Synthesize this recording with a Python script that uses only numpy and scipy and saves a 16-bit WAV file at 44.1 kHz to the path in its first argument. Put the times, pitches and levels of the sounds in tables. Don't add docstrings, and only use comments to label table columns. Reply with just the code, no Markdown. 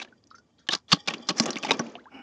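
import sys
import numpy as np
from scipy import signal
from scipy.fft import rfft, irfft, next_fast_len
from scipy.io import wavfile
from scipy.ndimage import uniform_filter1d

SR = 44100
rng = np.random.default_rng(int(sys.argv[2]) if len(sys.argv) > 2 else 0)


def invert_db(x):
    u = np.asarray(x, float) / 20
    return 10 ** u


def int16_out(signal):
    q = np.round(np.clip(np.atleast_2d(signal).T, -1, 1) * 32767)
    wavfile.write(sys.argv[1], SR, q.astype(np.int16))


N = 98122


def in_time(rows):
    return np.interp(np.arange(N) / SR, *np.transpose(rows))


def rms_one(x):
    return x / np.sqrt(np.mean(x ** 2) + 1e-20)


def peak_one(x):
    return x / np.abs(x).max()


def low_pass(x, hz, order=4):
    return signal.sosfilt(signal.butter(order, hz, fs=SR, output="sos"), x)


def high_pass(x, hz, order=4):
    return signal.sosfilt(signal.butter(order, hz, "high", fs=SR, output="sos"), x)


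def colour(x, points):
    size = next_fast_len(2 * len(x) + 4096)
    hz, db = np.transpose(points)
    bins_hz = np.arange(size // 2 + 1) * SR / size
    log_gain = np.interp(np.log(bins_hz + 1), np.log(hz), db) * np.log(10) / 20
    cepstrum = irfft(log_gain, size)
    cepstrum[1:size // 2] *= 2
    cepstrum[size // 2 + 1:] = 0
    return irfft(rfft(x, size) * np.exp(rfft(cepstrum)), size)[:len(x)]


def resonance(x, hz, width):
    r = np.exp(-np.pi * width / SR)
    top = np.array([1, 0, -1]) * (1 - r * r) / 2
    return signal.lfilter(top, [1, -2 * r * np.cos(2 * np.pi * hz / SR), r * r], x)


def drift(rate):
    r = np.exp(-2 * np.pi * rate / SR)
    noise = rng.standard_normal(N + SR)
    return rms_one(signal.lfilter([1], [1, -2 * r, r * r], noise)[SR:])


def add(out, s, x):
    i = int(s * SR)
    out[i:i + len(x)] += x[:N - i]


def crack_growth(t, run):
    grow = invert_db(258.5 * np.minimum(t - run, 0))
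    return grow * np.minimum(t / (run * run * 10), 1)


# (frequency [Hz], density [dB per Hz])
AIR_COLOUR = [(25, 12.5), (85, 5), (240, -2.5), (600, -36.5), (1000, -35.5), (7000, -23), (8500, -37.5),
              (16500, -65.5)]


def air():
    return invert_db(-64.5) * rms_one(colour(rng.standard_normal(N), AIR_COLOUR))


# (time [s], level [dB])
SLOP = [(0, -51), (.2, -70.5), (.36, -65), (.55, -69), (.87, -71.5), (.97, -58), (1.05, -61.5), (1.12, -39),
        (1.26, -53), (1.45, -35.5), (1.6, -44.5), (1.72, -38), (1.87, -40.5), (2.02, -57.5), (2.23, -70)]
# (frequency [Hz], density [dB per Hz])
SLOP_COLOUR = [(60, -38.5), (240, 4.5), (900, -13), (1800, -21), (3200, -27), (6800, -33), (8300, -66.5),
               (16000, -76.5)]


def slop():
    grains_per_s, grain_db, kinds = 900, -9, 20
    struck = rng.random(N) < grains_per_s / SR
    sizes = invert_db(5.5 * np.minimum(rng.exponential(1, N), 2)) * struck + 1e-18
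    dealt = rng.integers(0, kinds, N)
    grains = np.zeros(N)
    for k, hz in enumerate(np.geomspace(500, 7000, kinds)):
        grains += resonance(sizes * (dealt == k), hz, hz / 20)
    wash = rms_one(rng.standard_normal(N) * invert_db(2 * drift(21)))
    mix = wash + invert_db(grain_db) * rms_one(grains)
    return invert_db(in_time(SLOP)) * rms_one(colour(mix, SLOP_COLOUR))


# (time [s], peak level [dB], plate ring [Hz], crack run [s], tub thump level [dB])
FIRST = [(.0005, -28.5, 2300, 0.0038, -53), (.010, -31, 2240, 0.0085, -65), (.018, -27, 3530, 0.0099, -74),
         (.048, -38.5, 2460, 0.0022, -46.5), (.6685, -42.5, 3230, 0.0079, -71),
         (.6885, -9.5, 2930, 0.00028, -25.5), (.704, -23, 3500, 0.018, -78),
         (.720, -15.5, 3780, 0.019, -28), (.7345, -12, 3530, 0.0026, -51),
         (.7498, -12.5, 4630, 0.0026, -30.5), (.883, -38, 3440, 0.019, -53),
         (.899, -29.5, 4095, 0.024, -43), (.9178, -6, 3210, 0.013, -61.5), (.9275, -7, 4276, 0.0044, -15),
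         (.966, -51.5, 3400, 0.0042, -36), (1.059, -44.5, 2940, 0.0066, -76),
         (1.075, -15.5, 3800, 0.012, -27), (1.0835, -14.5, 2480, 0.003, -23.5),
         (1.107, -24, 2660, 0.0017, -28.5), (1.1375, -21, 2596, 0.0053, -33.5),
         (1.268, -37, 4500, 0.016, -69), (1.2885, -10.5, 4240, 0.0066, -24.5),
         (1.297, -21, 3010, 0.011, -21)]
SECOND = [(1.363, -22.5, 5530, 0.029, -45), (1.3824, -22.5, 4900, 0.0076, -61),
          (1.3991, -1.5, 5230, 0.0024, -16), (1.416, -24.5, 5700, 0.023, -30.5),
          (1.4575, -16, 6560, 0.0062, -21), (1.469, -29.5, 2880, .025, -20.5),
          (1.5052, -17, 5770, 0.0022, -31), (1.5312, -24, 4040, 0.0034, -55),
          (1.558, -19.5, 3190, 0.0016, -22), (1.567, -25, 2300, 0.0065, -61),
          (1.585, -23.5, 5430, 0.0013, -44), (1.628, -25, 3460, 0.0034, -70),
          (1.633, -22, 2500, 0.0054, -28), (1.648, -23, 4730, 0.006, -52),
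          (1.663, -27.5, 2740, 0.0088, -26), (1.683, -24, 2230, 0.017, -23),
          (1.708, -6, 2490, 0.00028, -13), (1.717, -12, 5100, 0.0018, -54),
          (1.735, -35, 3080, 0.012, -26.5), (1.7940, -15.5, 5350, 0.0011, -16.5),
          (1.731, -28.5, 4800, 0.0065, -57)]
# (frequency [Hz], gain [dB])
FRACTURE_COLOUR = [(130, -45), (400, -12.5), (1160, -5.5), (2200, -3.5), (3300, -7.5), (6800, -9.5), (8300, -23.5),
                   (12000, -35.5), (16500, -58)]
ICE_HZ = np.array([818.0, 1148.0, 1600, 2920, 3470, 4240, 4903, 5650])


def fractures():
    ring_width, mode_width = .38, .035
    broad_db, mode_db = 2.5, -6
    crack_t60, tail_t60, snap_t60 = .017, .1, .0027
    tail_db, snap_db = -17.5, 12.5
    out, t = np.zeros(N), np.arange(SR // 5) / SR
    for s, db, hz, run, _ in [*FIRST, *SECOND]:
        white, size = rng.standard_normal((2, len(t)))
        grit = white * invert_db(18 * np.abs(uniform_filter1d(size, size=25)))
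        after = np.maximum(t - run, 0)
        stray = 1 + 60 * uniform_filter1d(1. * (size > 2.7), size=31)
        tail = stray * invert_db(tail_db - 60 * after / tail_t60)
        decay = invert_db(-60 * after / crack_t60) + tail
        snap = invert_db(snap_db - 60 * t / snap_t60 - 680 * run)
        push = grit * (crack_growth(t, run) * decay + snap)

        ring = resonance(push, hz, hz * ring_width)
        ring = resonance(ring, hz, 2 * hz * ring_width)
        shared = np.zeros(len(t))
        for mode_hz, (gain, shift) in zip(ICE_HZ, rng.standard_normal((len(ICE_HZ), 2))):
            shared += invert_db(2 * gain) * resonance(push, mode_hz * invert_db(shift / 10), mode_width * mode_hz)
        piece = resonance(push, hz, mode_width * hz) + shared / 2
        broad = signal.lfilter([1], [1, -np.exp(-2 * np.pi * 0.89 * hz / SR)], push)
        burst = peak_one(ring) + invert_db(broad_db) * peak_one(broad) + invert_db(mode_db) * peak_one(piece)
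        add(out, s, invert_db(db) * burst)
    return colour(out, FRACTURE_COLOUR) * invert_db(2.5)


# (frequency [Hz], width [Hz], level [dB])
TUB = [(180, 49, 5.5), (229.3, 73, -5.5), (284.7, 30, 3.5), (324, 52, 1.5), (465.4, 160, -2.5),
       (586, 100, -5), (760, 50, -17.5), (1108, 44, 0.5)]


def tub_thumps():
    out, t = np.zeros(N), np.arange(SR // 5) / SR
    for s, _, _, run, thump_db in [*FIRST, *SECOND]:
        decay = invert_db(-60 * np.maximum(t - run, 0) / .052)
        shove = high_pass(rng.standard_normal(len(t)), 170) * crack_growth(t, run) * decay
        modes = [invert_db(db) * resonance(shove, hz, width) / np.sqrt(width) for hz, width, db in TUB]
        add(out, s, invert_db(thump_db) * peak_one(sum(modes)))
    return low_pass(out, 1600)


# (time [s], peak level [dB], frequency [Hz])
PINGS = [(0.0005, -41, 2300), (0.0005, -46, 3410), (0.017, -35.5, 750), (0.015, -37, 1570),
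         (0.017, -53, 3350.0), (0.049, -47.5, 1640), (0.049, -53, 970), (0.0745, -52, 1740),
         (0.083, -59, 715), (0.6685, -54, 3050), (0.6883, -15, 3086), (0.6884, -19, 1730),
         (0.688, -32, 3700), (0.709, -16.5, 3710), (0.7345, -20, 3850), (0.7345, -21.5, 5130),
         (0.751, -36, 4050), (0.751, -36, 1180), (0.75, -27, 4920), (0.882, -41.5, 3380),
         (0.9277, -5, 4545), (0.9303, -12.5, 1143), (0.9285, -15.5, 3260), (0.96, -59, 800),
         (1.0852, -21.5, 2340), (1.0835, -30, 850), (1.107, -38, 2750), (1.1355, -30, 1174),
         (1.2885, -40, 4200), (1.2872, -20, 5650.0), (1.458, -28.5, 1186), (1.505, -24, 5700),
         (1.587, -32.5, 1220), (1.609, -55, 1110), (1.609, -42, 3380), (1.633, -41, 2830),
         (1.648, -20, 846), (1.649, -28, 3650.0), (1.649, -29.5, 2020), (1.689, -26.5, 760.0),
         (1.689, -45, 2300), (1.7077, -14.5, 3860), (1.7085, -18.5, 891), (1.716, -16.5, 3726),
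         (1.719, -21, 952), (1.717, -25, 2536), (1.7965, -24.5, 1520), (1.7957, -20.5, 5830),
         (1.7945, -50, 4470), (1.9535, -29.5, 706), (1.9544, -35.5, 3094)]


def pings():
    out, t = np.zeros(N), np.arange(SR // 10) / SR
    for s, db, hz in PINGS:
        t60 = .036 * (1000 / hz) ** 0.25
        tone = np.sin(2 * np.pi * (hz * t + rng.random()))
        rise = np.minimum(t / .001, 1)
        add(out, s, invert_db(db - 60 * t / t60) * rise * tone)
    return out * (1 + .3 * drift(200))


# (time [s], peak level [dB], frequency [Hz], t60 [s])
TICKS = [(.083, -57, 3380, .04), (0.239, -50, 4860, 0.0095), (.271, -50, 5840, 0.027),
         (.305, -48, 4480, 0.06), (.347, -55, 1850, .08), (0.35, -49, 5390, 0.1), (0.382, -49, 5350, 0.05),
         (0.583, -55, 3780, 0.15), (0.589, -59.5, 1590, 0.2), (0.591, -57, 5700, 0.09),
         (.756, -37.5, 1150, 0.094), (1.18, -42, 4700, .03), (1.77, -42, 6200, .02),
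         (1.865, -41, 2800, 0.029), (1.866, -48, 6400, .02), (1.897, -49, 5800, .02),
         (1.918, -53, 6550, .06), (1.9533, -31, 2900, .012), (1.962, -45, 2600, 0.022),
         (1.996, -53, 3450, .02), (2.041, -56.5, 3400, .05), (2.144, -56.5, 4850, .04)]


def ticks():
    out, t = np.zeros(N), np.arange(SR // 8) / SR
    for s, db, hz, t60 in TICKS:
        white = low_pass(rng.standard_normal(len(t)), 1.3 * hz)
        scratch = white * invert_db(-60 * t / t60)
        ring = np.zeros(len(t))
        for ratio, share in [(1, 1), (1.13, .6), (.88, .5)]:
            ring += share * resonance(scratch, hz * ratio, 50 + 4 / t60)
        click = white * invert_db(-60 * t / 0.003)
        click = resonance(resonance(click, hz, hz), hz, hz)
        add(out, s, invert_db(db) * (peak_one(ring) + 0.067 * peak_one(click)))
    return low_pass(out, 7100, 8)


# (time [s], peak level [dB], frequency [Hz], t60 [s], rise [octaves per s])
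DRIPS = [
    (0.124, -47, 1500, 0.047, .5),
    (0.3122, -38.5, 1252, 0.063, 2),
    (0.344, -43.5, 1346, 0.076, 1.4),
    (.383, -51, 1434, 0.082, 0.78),
    (1.976, -52, 1033, 0.54, 29),
    (2.056, -44, 1600, 0.032, 1.7),
    (2.056, -45, 770, 0.3, 27),
]


def drips():
    out, t = np.zeros(N), np.arange(SR // 6) / SR
    for s, db, hz, t60, rise in DRIPS:
        pitch = hz * 2 ** (rise * t)
        tone = np.sin(2 * np.pi * np.cumsum(np.minimum(pitch, 9000)) / SR)
        onset = np.minimum(t * hz / 2, 1)
        burst = np.clip((2.2 - pitch / hz) * 2, 0, 1)
        add(out, s, invert_db(db - 60 * t / t60) * tone * onset * burst)
    return out * (1 + .4 * drift(120))


# (time [s], peak level [dB], frequency [Hz], t60 [s])
THUDS = [
    (0.9291, -5, 188, 0.038),
    (1.401, -13.5, 228.5, 0.11),
    (1.7122, -25.5, 271, 0.11),
    (1.795, -31, 233, 0.35),
]


def thuds():
    out, t = np.zeros(N), np.arange(SR // 5) / SR
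    for s, db, hz, t60 in THUDS:
        add(out, s, invert_db(db - 60 * t / t60) * np.sin(2 * np.pi * hz * t) * np.minimum(t * hz, 1))
    return low_pass(out, 1600)


# (time [s], level [dB])
CREAK = [(.93, -81.5), (.95, -63), (1.0, -46.5), (1.05, -62), (1.1, -40), (1.18, -57.5), (1.28, -53),
         (1.34, -53.5), (1.7, -50), (1.88, -59), (1.97, -83.5)]
# (frequency [Hz], level [dB])
CREAK_RINGS = [(830, -2.5), (1160, -3.5), (1860, -3.5), (2370, -4), (3170, -0.5), (3400, -1), (4750, -1),
               (5400, -5.5), (6600, -16.5)]


def creak():
    slips = rng.standard_normal(N) * invert_db(5 * drift(90))
    rings = np.zeros(N)
    for hz, db in CREAK_RINGS:
        rings += invert_db(db + 3 * drift(15)) * rms_one(resonance(slips, hz, hz / 75))
    return rms_one(low_pass(rings, 7300, 8)) * invert_db(in_time(CREAK))


# (time [s], level [dB])
RUB = [
    (2.085, -86.5),
    (2.12, -52),
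    (2.16, -44.5),
    (2.23, -50),
]
# (frequency [Hz], width [Hz], level [dB])
RUB_RINGS = [(258, 38, 0.5), (814, 99, -6.5), (1510, 190, -13), (2110, 46, -19), (2225, 410, -15.5),
             (2927, 45, -6)]


def rub():
    noise = rng.standard_normal(N) * invert_db(1.44 * drift(59.6))
    rings = np.zeros(N)
    for k, (hz, width, db) in enumerate(RUB_RINGS):
        rings += invert_db(db) * resonance(noise, hz, width) * (-1) ** k
    dull = low_pass(rings + invert_db(-37.5) * noise, 3200, 10)
    sound = rms_one(dull + invert_db(-28.5) * resonance(noise, 5230, 262))
    return sound * invert_db(in_time(RUB)) * (np.arange(N) > RUB[0][0] * SR)


def scene():
    background = air()
    mid = slop() + fractures() + tub_thumps() + pings() + ticks() + drips() + thuds() + creak() + rub()
    side = signal.lfilter([1, -.6], [1], high_pass(mid, 2800, 6))
    side = side * invert_db(-12) * np.tanh(2 * drift(150))
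    return np.array([mid + side, mid - side]) + background


def top_cut(x):
    return signal.sosfilt(signal.butter(12, 16400, fs=SR, output="sos"), x)


def record(dry):
    thin = high_pass(dry, 75)
    return top_cut(np.clip(thin, -1, 1))


dry = scene()
out = record(dry)
int16_out(out)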